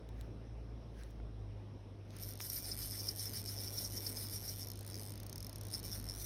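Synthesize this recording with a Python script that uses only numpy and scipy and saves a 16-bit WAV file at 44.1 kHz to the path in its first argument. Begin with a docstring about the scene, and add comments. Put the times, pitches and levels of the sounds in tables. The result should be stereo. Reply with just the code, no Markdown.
"""A spinning reel held close to chest-worn microphones at a pond, a hooked fish pulling line off it.
The drag's spring clicks over the spool's teeth, racing and slowing with each tail beat, then ticking
singly; each click is a burst of damped modes with a diffuse tail thrown back by the surroundings.
Line hisses, sleeves rustle and the outdoor wash lies behind, all as shaped noise; tackle ticks as
short bursts with a small ring, and a distant pump motor hums as two wavering sines."""
import sys
import numpy as np
from scipy import signal
from scipy.fft import rfft, irfft
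from scipy.io import wavfile
from scipy.ndimage import uniform_filter1d

SR = 44100
rng = np.random.default_rng(int(sys.argv[2]) if len(sys.argv) > 2 else 0)


def transcribe(u):
    """Save the signal u as a 16-bit wav file named by the first command-line argument.

    u: samples, shape (n,) or (channels, n), limited to [-1, 1]; the rate is SR.
    q: integer samples, one column per channel.
    """
    v = np.clip(np.atleast_2d(u).T, -1, 1)
    q = np.round(v * 32767).astype(np.int16)
    wavfile.write(sys.argv[1], SR, q)


N = 275659

# How the hands hold the reel to the microphones. Each row: time in seconds, base peak of a running
# click in dB, level of the cavity and level of the spring, both in dB above the rim.
HOLD = [(2.16, -33, -14, -12), (2.23, -41, -10, 6), (2.35, -36.5, -8.5, -1.5), (2.45, -38.5, -10.5, -1),
        (2.55, -39.5, -11, 6), (2.64, -37, -6.5, -4), (2.72, -35.5, -9.7, -5), (2.79, -36, -8.5, 0),
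        (2.9, -36, -8.5, -0.5), (3.05, -38, -3.5, -0.5), (3.2, -36.5, -7, -1.5), (3.4, -36, -5, -3),
        (3.58, -38, -5.5, -1), (3.8, -35.5, -6.5, -2), (4.0, -37.5, -6.5, 0.5), (4.2, -35, -7.5, -2.5),
        (4.4, -37.5, -5, 0.5), (4.6, -35.5, -9, -2.5), (4.7, -40, -3, 3), (4.85, -31, -16.5, -8),
        (5.0, -37, -7.5, -2), (5.1, -34, -10.5, -4), (5.4, -18, -3, -0.5), (5.75, -35.5, -9, -5.5),
        (5.92, -34.5, -5.5, -3.5), (6.02, -37, -12, -3), (6.1, -36, -6.5, -7), (6.25, -36, -8, -1)]


def amp(db):
    """Amplitude factor of a level in dB."""
    return 10 ** (np.asarray(db) / 20)


def read(points, hz):
    """Reads a curve of (Hz, value) rows, straight over log frequency."""
    f, value = np.transpose(points)
    return np.interp(np.log(hz + 1), np.log(f + 1), value)


def noise(spectrum, same, lead, patchy_db):
    """Stereo noise of rms 1 from random short-time spectra with drifting patches."""
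    # Balance of the two microphones. Each row: frequency in Hz, left over right in dB.
    lean_curve = [(60, 2), (380, -4.5), (700, 1.5), (2400, 4), (5000, -2.5), (15000, 1)]
    hz = np.fft.rfftfreq(1024, 1 / SR)
    a, b, c, d, patch = rng.standard_normal((N // 256 + 5, 513, 5)).T
    patch = uniform_filter1d(patch, size=12, axis=0)
    patch = uniform_filter1d(patch, size=12, axis=1)
    likeness = np.clip(same(hz), -1, 1)[:, None]
    half_lean = amp(read(lean_curve, hz)[:, None] / 2)
    left = a + 1j * b
    right = likeness * left + np.sqrt(1 - likeness ** 2) * (c + 1j * d)
    right = right * np.exp(-1j * lead(hz))[:, None]  # the left leads by this phase
    spectra = np.array([left * half_lean, right / half_lean])
    spectra *= amp(read(spectrum, hz)[:, None] + patchy_db * patch / patch.std())
    x = signal.istft(spectra, nperseg=1024, noverlap=768)[1][:, :N]
    return x / x.std()


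def place(s, sounds):
    """Adds short stereo sounds (events x channels x samples) at their start times."""
    at = np.round(s * SR).astype(int)[:, None] + np.arange(sounds.shape[-1])
    return np.array([np.bincount(at.ravel(), sounds[:, c].ravel(), N + SR)[:N] for c in range(2)])


def ring(modes, count, size, rise_s, detune, spread_db, blur_rad, slip_rad, tuning=1):
    """Struck modes, a little different at each blow and each microphone; energy 1 a blow."""
    snap, snap_s = 1.6, .0011  # extra swing at the blow, and how soon it is damped
    t = np.arange(size) / SR
    rise = (1 - np.exp(-(t / rise_s) ** 2)) ** 2
    fade = 1 - (t / t[-1]) ** 2
    blow = 1 + snap * np.exp(-(t / snap_s) ** 2 / 2)
    chance = rng.standard_normal((count, len(modes), 5))
    # pitch and strength are alike at neighbouring blows
    chance[..., :2] = .7 * chance[..., :2] + 2 * uniform_filter1d(chance[..., :2], size=9, axis=0)
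    out = np.zeros((count, 2, size))
    for k, (hz, t60, db, lead) in enumerate(modes):
        pitch, strength, start, left, right = chance[:, k].T[:, :, None]
        phase = 2 * np.pi * hz * (tuning + detune * pitch) * t + k + slip_rad * start
        shape = amp(db + spread_db * strength - 60 * t / t60) * rise * fade * blow
        out[:, 0] += shape * np.sin(phase + lead + blur_rad * left)
        out[:, 1] += shape * np.sin(phase + blur_rad * right)
    return out / np.sqrt((out ** 2).sum(-1).mean(-1))[:, None, None]


def teeth(rows):
    """Times at which teeth pass the spring in one run of the spool, and the tooth rate there."""
    s, rate = np.transpose(rows)
    t = np.arange(s[0], s[-1], 1 / SR)
    row = np.interp(t, s, np.arange(len(s)))
    eased = row // 1 + .5 - .5 * np.cos(np.pi * (row % 1))
    rate = np.maximum(np.interp(eased, np.arange(len(s)), rate), 20)
    passed = np.cumsum(rate) / SR
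    at = np.interp(np.arange(int(passed[-1] + 1.3)), passed, t)
    return at, np.interp(at, t, rate)


def snaps():
    """Times and peak levels of the spring's snaps; faster teeth snap harder, at uneven strength."""
    # One list a run of the spool, starting on a click and easing between rows.
    # Each row: time in seconds, tooth rate in teeth per second.
    runs = [
        [(2.1666, 40.0), (2.242, 206.0), (2.256, 173.0), (2.281, 186.0), (2.356, 44.0), (2.392, 70.0)],
        [(2.3999, 202.0), (2.452, 366.0), (2.476, 235.0), (2.567, 463.0), (2.624, 177.0), (2.687, 366.0),
         (2.769, 75.0)],
        [(2.7755, 187.0), (2.824, 420.0), (2.897, 178.0), (2.967, 353.0), (3.032, 193.0), (3.08, 360.0),
         (3.154, 102.0)],
        [(3.1612, 155.0), (3.227, 415.0), (3.309, 124.0), (3.363, 440.0), (3.43, 69.0), (3.443, 94.0)],
        [(3.4531, 152.0), (3.497, 326.0), (3.578, 122.0), (3.627, 343.0), (3.706, 113.0), (3.77, 358.0),
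         (3.823, 403.0), (3.894, 103.0)],
        [(3.9006, 124.0), (3.959, 274.0), (4.001, 141.0), (4.074, 379.0), (4.139, 115.0), (4.184, 302.0),
         (4.23, 278.0), (4.288, 105.0)],
        [(4.2976, 167.0), (4.334, 308.0), (4.408, 116.0), (4.466, 316.0), (4.568, 115.0), (4.6, 217.0),
         (4.662, 75.0)],
        [(4.8648, 80.0), (4.918, 96.0), (4.944, 85.0), (5.0, 108.0), (5.08, 96.0), (5.139, 55.0)],
        [(5.7144, 107.0), (5.756, 223.0), (5.803, 149.0)],
        [(5.83, 85.0), (5.854, 201.0), (5.887, 128.0), (5.953, 238.0), (6.012, 67.0), (6.114, 100.0),
         (6.159, 94.0), (6.209, 252.0), (6.251, 223.0)],
    ]
    # Single clicks while the spool creeps. Each row: time in seconds, base peak in dB.
    creep = [(4.67, -35), (4.684, -36), (4.7, -34), (4.7154, -35.5), (4.7333, -41), (4.7553, -38),
             (4.773, -38), (4.79, -36), (4.808, -36), (4.828, -37), (4.847, -35), (5.1548, -38.5),
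             (5.176, -38.5), (5.1998, -36.5), (5.2309, -37), (5.2643, -38), (5.295, -35), (5.327, -33.5),
             (5.357, -34.5), (5.379, -38), (5.4035, -38), (5.4265, -36), (5.445, -36.5), (5.466, -34.5),
             (5.4935, -36), (5.528, -38), (5.5572, -35), (5.582, -41), (5.6103, -33), (5.633, -39),
             (5.6507, -38), (5.6676, -38), (5.683, -36), (5.701, -34)]
    # Teeth with a level of their own, louder or softer.
    # Each row: time in seconds, change in level in dB.
    single_teeth = [(2.234, 5.5), (2.288, 4.5), (2.412, 7), (2.4505, 3), (2.4991, 9), (2.5315, 6),
                    (2.5855, 4), (2.6772, 0), (2.7886, 3), (2.9091, 4.5), (2.9421, -8), (3.0314, 0),
                    (3.0753, 1), (3.235, 5), (3.3355, 7), (3.459, 9.5), (3.578, 4), (3.586, 5), (3.635, 3),
                    (3.7265, -0.5), (4.0046, 3), (4.0855, -1), (4.184, 1), (4.942, 4.5), (5.104, 0),
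                    (5.739, 4), (5.8455, 2), (5.9443, -2), (6.087, 2.5), (6.0966, 5), (6.1374, 5)]
    harder_db, usual_rate = 1.2, 200  # gain per doubling of the tooth rate, from this many teeth per s
    uneven_db = 2.0  # random spread among running clicks
    run_s, rate = np.hstack([teeth(rows) for rows in runs])
    slow_s, slow_db = np.transpose(creep)
    when, click_db, _, _ = np.transpose(HOLD)
    run_db = np.interp(run_s, when, click_db) + harder_db * np.log2(rate / usual_rate)
    run_db = run_db + uneven_db * rng.standard_normal(len(run_s))
    peak_db = np.r_[run_db, slow_db]
    s = np.r_[run_s - .0012, slow_s + .0004]  # start times of the snaps
    single_s, change_db = np.transpose(single_teeth)
    nearest = abs(s - single_s[:, None]).argmin(1)
    peak_db = peak_db + np.bincount(nearest, change_db, len(s))
    s[nearest] = single_s
    return s, peak_db


def spool_turns(s):
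    """The spool's open side sweeps past the microphones: beam 0 to 1, cavity gain in dB, tuning."""
    # One row each time the open side faces the microphones.
    # Each row: time in seconds, cavity gain in dB, cavity tuning as a ratio.
    turn_rows = [(2.231, 9, 1), (2.42, 10, 1.03), (2.506, 13, 1.015), (2.565, 10.5, .985),
                 (2.645, 8.5, 0.97), (2.717, 18, 0.94), (2.827, 8, 0.98), (2.921, 9.5, 1),
                 (2.996, 11, 0.98), (3.086, 16, 1.004), (3.2, 9.5, 0.99), (3.268, 11.5, 1), (3.363, 6, .97),
                 (3.484, 9.5, 1), (3.583, 9.5, 0.98), (3.671, 9.5, 1), (3.781, 14.5, 1.03),
                 (3.848, 11, 1.03), (3.973, 12, 1.015), (4.065, 13.5, 0.97), (4.167, 9.5, 1),
                 (4.258, 5, 0.97), (4.364, 7, 1.005), (4.487, 12, 1.01), (4.619, 11.5, 1.03),
                 (4.94, 12, 0.99), (5.36, 2.5, 0.98), (5.742, 16, .98), (5.922, 8, 1.01),
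                 (6.092, 12.5, 0.99), (6.249, 5, 1.08)]
    teeth_a_turn = 24  # used for the turn that leads up to the first row
    turn_s, beam_db, tuning = np.transpose(turn_rows)
    tooth = np.argsort(np.argsort(s))  # each snap's place in time order
    facing = np.searchsorted(np.sort(s), turn_s)
    turns = np.interp(tooth, np.r_[facing[0] - teeth_a_turn, facing], np.arange(len(facing) + 1))
    beam = .5 + .5 * np.cos(2 * np.pi * turns)
    return beam, np.interp(s, turn_s, beam_db), np.interp(s, turn_s, tuning)[:, None]


def drag():
    """Each tooth snaps the spring: rim and body ring at once, the spool cavity swells after."""
    # Four sets of modes: bright ones of spring and spool rim, the spring's own thin ring, the hollow
    # spool that answers a moment later, and dull ones of reel body and rod. Each row: base frequency
    # in Hz, 60 dB decay in seconds, level in dB relative to its set, phase lead of the left in radians.
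    rim_modes = [(9074, 0.039, -4.5, 5.16), (8380, 0.014, 4.5, 3.6), (9670, 0.0076, 8, 4.57),
                 (11000, 0.003, -2.5, 3.4), (6840, 0.0036, -25, 2.7), (15130, 0.024, 6, 9.36),
                 (16000, 0.0024, -29, 9.5)]
    spring_modes = [(11030, 0.0045, 4.5, 5.7), (11930, 0.018, -1, 7.7), (12300, 0.023, -6, 7.1),
                    (13070, 0.016, 3, 8.47), (13800, 0.017, 4.5, 8.9)]
    cavity_modes = [(5428, 0.0064, 3, 0.93), (6270, 0.0038, 5.5, 1.93), (5004, 0.0063, -7, 0.23)]
    body_modes = [(1423, 0.015, -15.5, 0.065), (1970, 0.009, -8.5, 0.16), (2333, 0.083, -19, 2),
                  (3028, 0.21, -19.5, 3.6), (3530, 0.092, -19.5, 0.12), (3876, 0.33, -23.5, 1.7),
                  (4105, 0.0088, -2, 1.7), (4290, 0.36, -18.5, 3.6)]
    ring_db = 12  # energy of a click above its peak
    beam_sharp = 6.5  # narrowness of the cavity's beam
    s, peak_db = snaps()
    beam, beam_db, tuning = spool_turns(s)
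    when, _, cavity_db, spring_db = np.transpose(HOLD)
    cavity_gain = amp(np.interp(s, when, cavity_db) + beam_db * beam ** beam_sharp)[:, None, None]
    spring_gain = amp(np.interp(s, when, spring_db))[:, None, None]
    body_gain = (amp(-13) * (1 + 0.043 * beam))[:, None, None]
    rim = ring(rim_modes, count=len(s), size=448, rise_s=0.0007, detune=.011,
               spread_db=3, blur_rad=0.3, slip_rad=.8)
    spring = ring(spring_modes, count=len(s), size=448, rise_s=0.0008, detune=.013,
                  spread_db=3, blur_rad=0.3, slip_rad=.8)
    cavity = ring(cavity_modes, count=len(s), size=448, rise_s=0.0021, detune=0.019,
                  spread_db=4, blur_rad=0.21, slip_rad=0.74, tuning=tuning)
    body = ring(body_modes, count=len(s), size=1280, rise_s=0.00062, detune=0.014,
                spread_db=4, blur_rad=0.8, slip_rad=.6)
    # the cavity leans to the right microphone, the body to the left
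    clicks = rim + spring_gain * spring + cavity_gain * cavity * amp([[-.7], [.7]])
    thuds = body_gain * body * amp([[1.2], [-1.2]])
    force = amp(peak_db + ring_db)[:, None, None]
    return place(s, force * clicks) + place(s, force * thuds)


def scattered(clicks):
    """Hands, sleeves, chest and water throw each click back as a diffuse tail."""
    # Colour of the tail. Each row: frequency in Hz, relative level in dB per Hz.
    echo = [(1470, -20), (2500, -15.5), (2730, -46), (2990, -28), (4400, -2.5), (5390, 6), (7150, -7.5),
            (7740, -9), (9340, -3), (10700, -2.5), (12800, -12), (14300, -23), (15400, -12), (16300, -56)]
    t60_s = .017
    keep = amp(-60 / (t60_s * SR)) ** 2  # power left after one sample
    power = signal.lfilter([1 - keep], [1, -keep], (clicks ** 2).mean(0))
    power = uniform_filter1d(power, size=60, origin=29)  # trailing mean: the tail swells in
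    tail = noise(echo, lambda hz: 0.3 + 0 * hz, lambda hz: hz / 1600, patchy_db=1.5)
    return amp(-10.5) * np.sqrt(abs(power)) * tail


def rub(colour, same, patchy_db):
    """Friction noise, loosely alike at both microphones."""
    return noise(colour, lambda hz: same + 0 * hz, lambda hz: 0 * hz, patchy_db)


def line():
    """Line hisses through the rod guides before the spool slips, and goes on at much the same level."""
    # Level of the hiss. Each row: time in seconds, rms in dB.
    slide = [(2.04, -96), (2.11, -69), (2.17, -62), (2.26, -63), (2.33, -64), (3.5, -61.5), (4.602, -64),
             (5.3, -65), (6.25, -62)]
    # Colour of the hiss. Each row: frequency in Hz, relative level in dB per Hz.
    hiss = [(1470, 15), (2500, 13.5), (6600, 17), (7250, -15), (9010, 4), (12500, 11), (14000, -13),
            (16000, -34)]
    db = np.interp(np.arange(N) / SR, *np.transpose(slide), left=-120, right=-120)
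    return amp(db) * rub(hiss, same=.4, patchy_db=1.5)


def sleeves():
    """Cloth rubbing as the arms move: each rub swells and fades."""
    # The rubs. Each row: loudest moment in seconds, rms there in dB.
    rustle = [(.2, -66.5), (1.0, -61), (2.14, -64.5)]
    # Colour of the cloth. Each row: frequency in Hz, relative level in dB per Hz.
    cloth = [(700, -20), (1200, 2), (1700, 6.5), (2600, -4), (4000, -5), (6200, -4), (7300, -24),
             (9500, -9), (16000, -18)]
    rise_db, fall_db = 212, 122  # dB per second
    s, db = np.transpose(rustle)[:, :, None]
    since = np.arange(N) / SR - s
    level = amp(db + np.minimum(rise_db * since, -fall_db * since)).sum(0)
    return level * rub(cloth, same=.4, patchy_db=2.5)


def tackle():
    """Short broad knocks: a tick, a burst of noise around a centre pitch, and a small ring."""
    # Each row: start in seconds, peak of the burst in dB, centre in Hz, fall in dB per squared
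    # octave, small ring in dB, left over right in dB.
    knocks = [(0.089, -49, 5000, 2, -53, .5), (0.2104, -38.5, 7000, 1, -46.5, -5),
              (1.034, -47.5, 7000, 14, -49, -9), (1.104, -58, 7000, 7, -70, 1),
              (1.109, -57, 7000, 5, -68, 1), (1.2, -45, 700, 6, -74, -2), (2.105, -47.5, 5200, 13, -60, 10),
              (2.403, -30, 1670, 2, -42, 8), (4.249, -49, 900, 9, -70, 5)]
    tink_hz, tink_t60_s = 3920, 0.0046  # the small metal part that rings
    s, db, hz, fall_db, tink_db, pan_db = np.transpose(knocks)[:, :, None]
    after = (np.arange(512) - 60) / SR  # seconds from the blow
    tick = 3 * (after == 0)
    burst = tick + rng.standard_normal((len(s), 512)) * amp(-60 * abs(after) / .008 - 4)
    octaves = np.log2((np.fft.rfftfreq(512, 1 / SR) + 1) / hz)
    burst = irfft(rfft(burst) * amp(-fall_db * octaves ** 2))
    burst *= amp(db) / abs(burst).max(-1, keepdims=True)
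    tink = amp(tink_db - 60 * after / tink_t60_s) * np.sin(2 * np.pi * tink_hz * after)
    burst += (after > 0) * tink
    burst *= signal.windows.tukey(512, .2)
    return place(s[:, 0], np.stack([burst * amp(pan_db / 2), burst / amp(pan_db / 2)], 1))


def pump():
    """Two low orders of a distant motor, wavering, nearly alike at both microphones."""
    # Each row: time in seconds, frequency of the first order in Hz, first order and second order in dB rms.
    motor = [(0.0, 54.9, -49.5, -54.5), (0.78, 55.92, -49.5, -54), (0.89, 57.34, -51, -54),
             (0.96, 54.53, -47.5, -58), (1.18, 53.48, -49.5, -56.5), (1.46, 51.47, -49.5, -47),
             (1.88, 50.47, -62, -53), (2.3, 50.07, -56, -49.5), (2.44, 50.22, -61.5, -54),
             (2.79, 51.27, -52.5, -52), (3.01, 50.78, -60, -49), (4.7, 50.29, -58.5, -50),
             (4.89, 50.36, -64.5, -49), (6.04, 51.7, -50.5, -51.5), (6.18, 52.8, -50.5, -52.5),
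             (6.25, 50.3, -53, -51)]
    # Slow random wavering of the first and the second order [dB rms].
    waver_db = 1.8, .8
    s, *columns = np.transpose(motor)
    t = np.arange(N) / SR
    hz, first_db, second_db = (np.interp(t, s, c) for c in columns)
    drift = [sum(np.sin(2 * np.pi * (f * t + rng.random())) for f in np.geomspace(1.2, 6, 8)) / 2
             for order in range(2)]
    turn = 2 * np.pi * np.cumsum(hz) / SR
    first = amp(first_db + waver_db[0] * drift[0]) * np.sin(turn + np.array([[.1], [0]]))
    second = amp(second_db + waver_db[1] * drift[1]) * np.sin(2 * turn + np.array([[.15], [0]]))
    second = second * amp([[-.8], [.8]])  # leans right
    return np.sqrt(2) * (first + second)


def wash():
    """Far traffic, water and air as one broad floor of noise, swelling slowly."""
    # Colour of the floor. Each row: frequency in Hz, relative level in dB per Hz.
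    floor = [(40, -58), (71, -4), (120, -12), (236, -13.5), (402, -17), (617, -20.5), (930, -27.5),
             (1490, -35.5), (3980, -40), (4500, -46), (5520, -37), (7300, -64), (8400, -51.5), (12000, -56),
             (13500, -78), (16000, -94)]
    # Slow swell. Each row: time in seconds, rms in dB.
    swell_rows = [(0, -53.5), (1.2, -54.5), (2.9, -54), (3.3, -53.5), (4.1, -51.5), (4.5, -53.5),
                  (5.9, -52), (6.25, -55)]
    # Likeness of the two microphones. Each row: frequency in Hz, likeness from 0 to 1.
    same_curve = [(60, .99), (130, .99), (300, .93), (600, .55), (1400, .35), (3000, .2), (12000, .3)]
    # Phase between the microphones. Each row: frequency in Hz, lead of the left in radians.
    lead_curve = [(60, .1), (400, .25), (700, .7), (1100, -.3), (2000, .5), (12000, .5)]
    swell = np.interp(np.arange(N) / SR, *np.transpose(swell_rows))
    return amp(swell) * noise(floor, lambda hz: read(same_curve, hz),
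                              lambda hz: read(lead_curve, hz), patchy_db=1.5)


def scene():
    """The reel and its scattered tail up close, the smaller sounds, and the pond behind."""
    clicks = drag()
    return clicks + scattered(clicks) + line() + sleeves() + tackle() + pump() + wash()


def record(dry):
    """Bass cut of the microphones, then the band limit."""
    edge_hz = 16850
    cut = signal.sosfilt(signal.butter(4, 36, "highpass", fs=SR, output="sos"), dry)
    band = signal.firwin(511, edge_hz, window=("kaiser", 9), fs=SR)
    return signal.oaconvolve(cut, band[None], "same")


dry = scene()
out = record(dry)
transcribe(out)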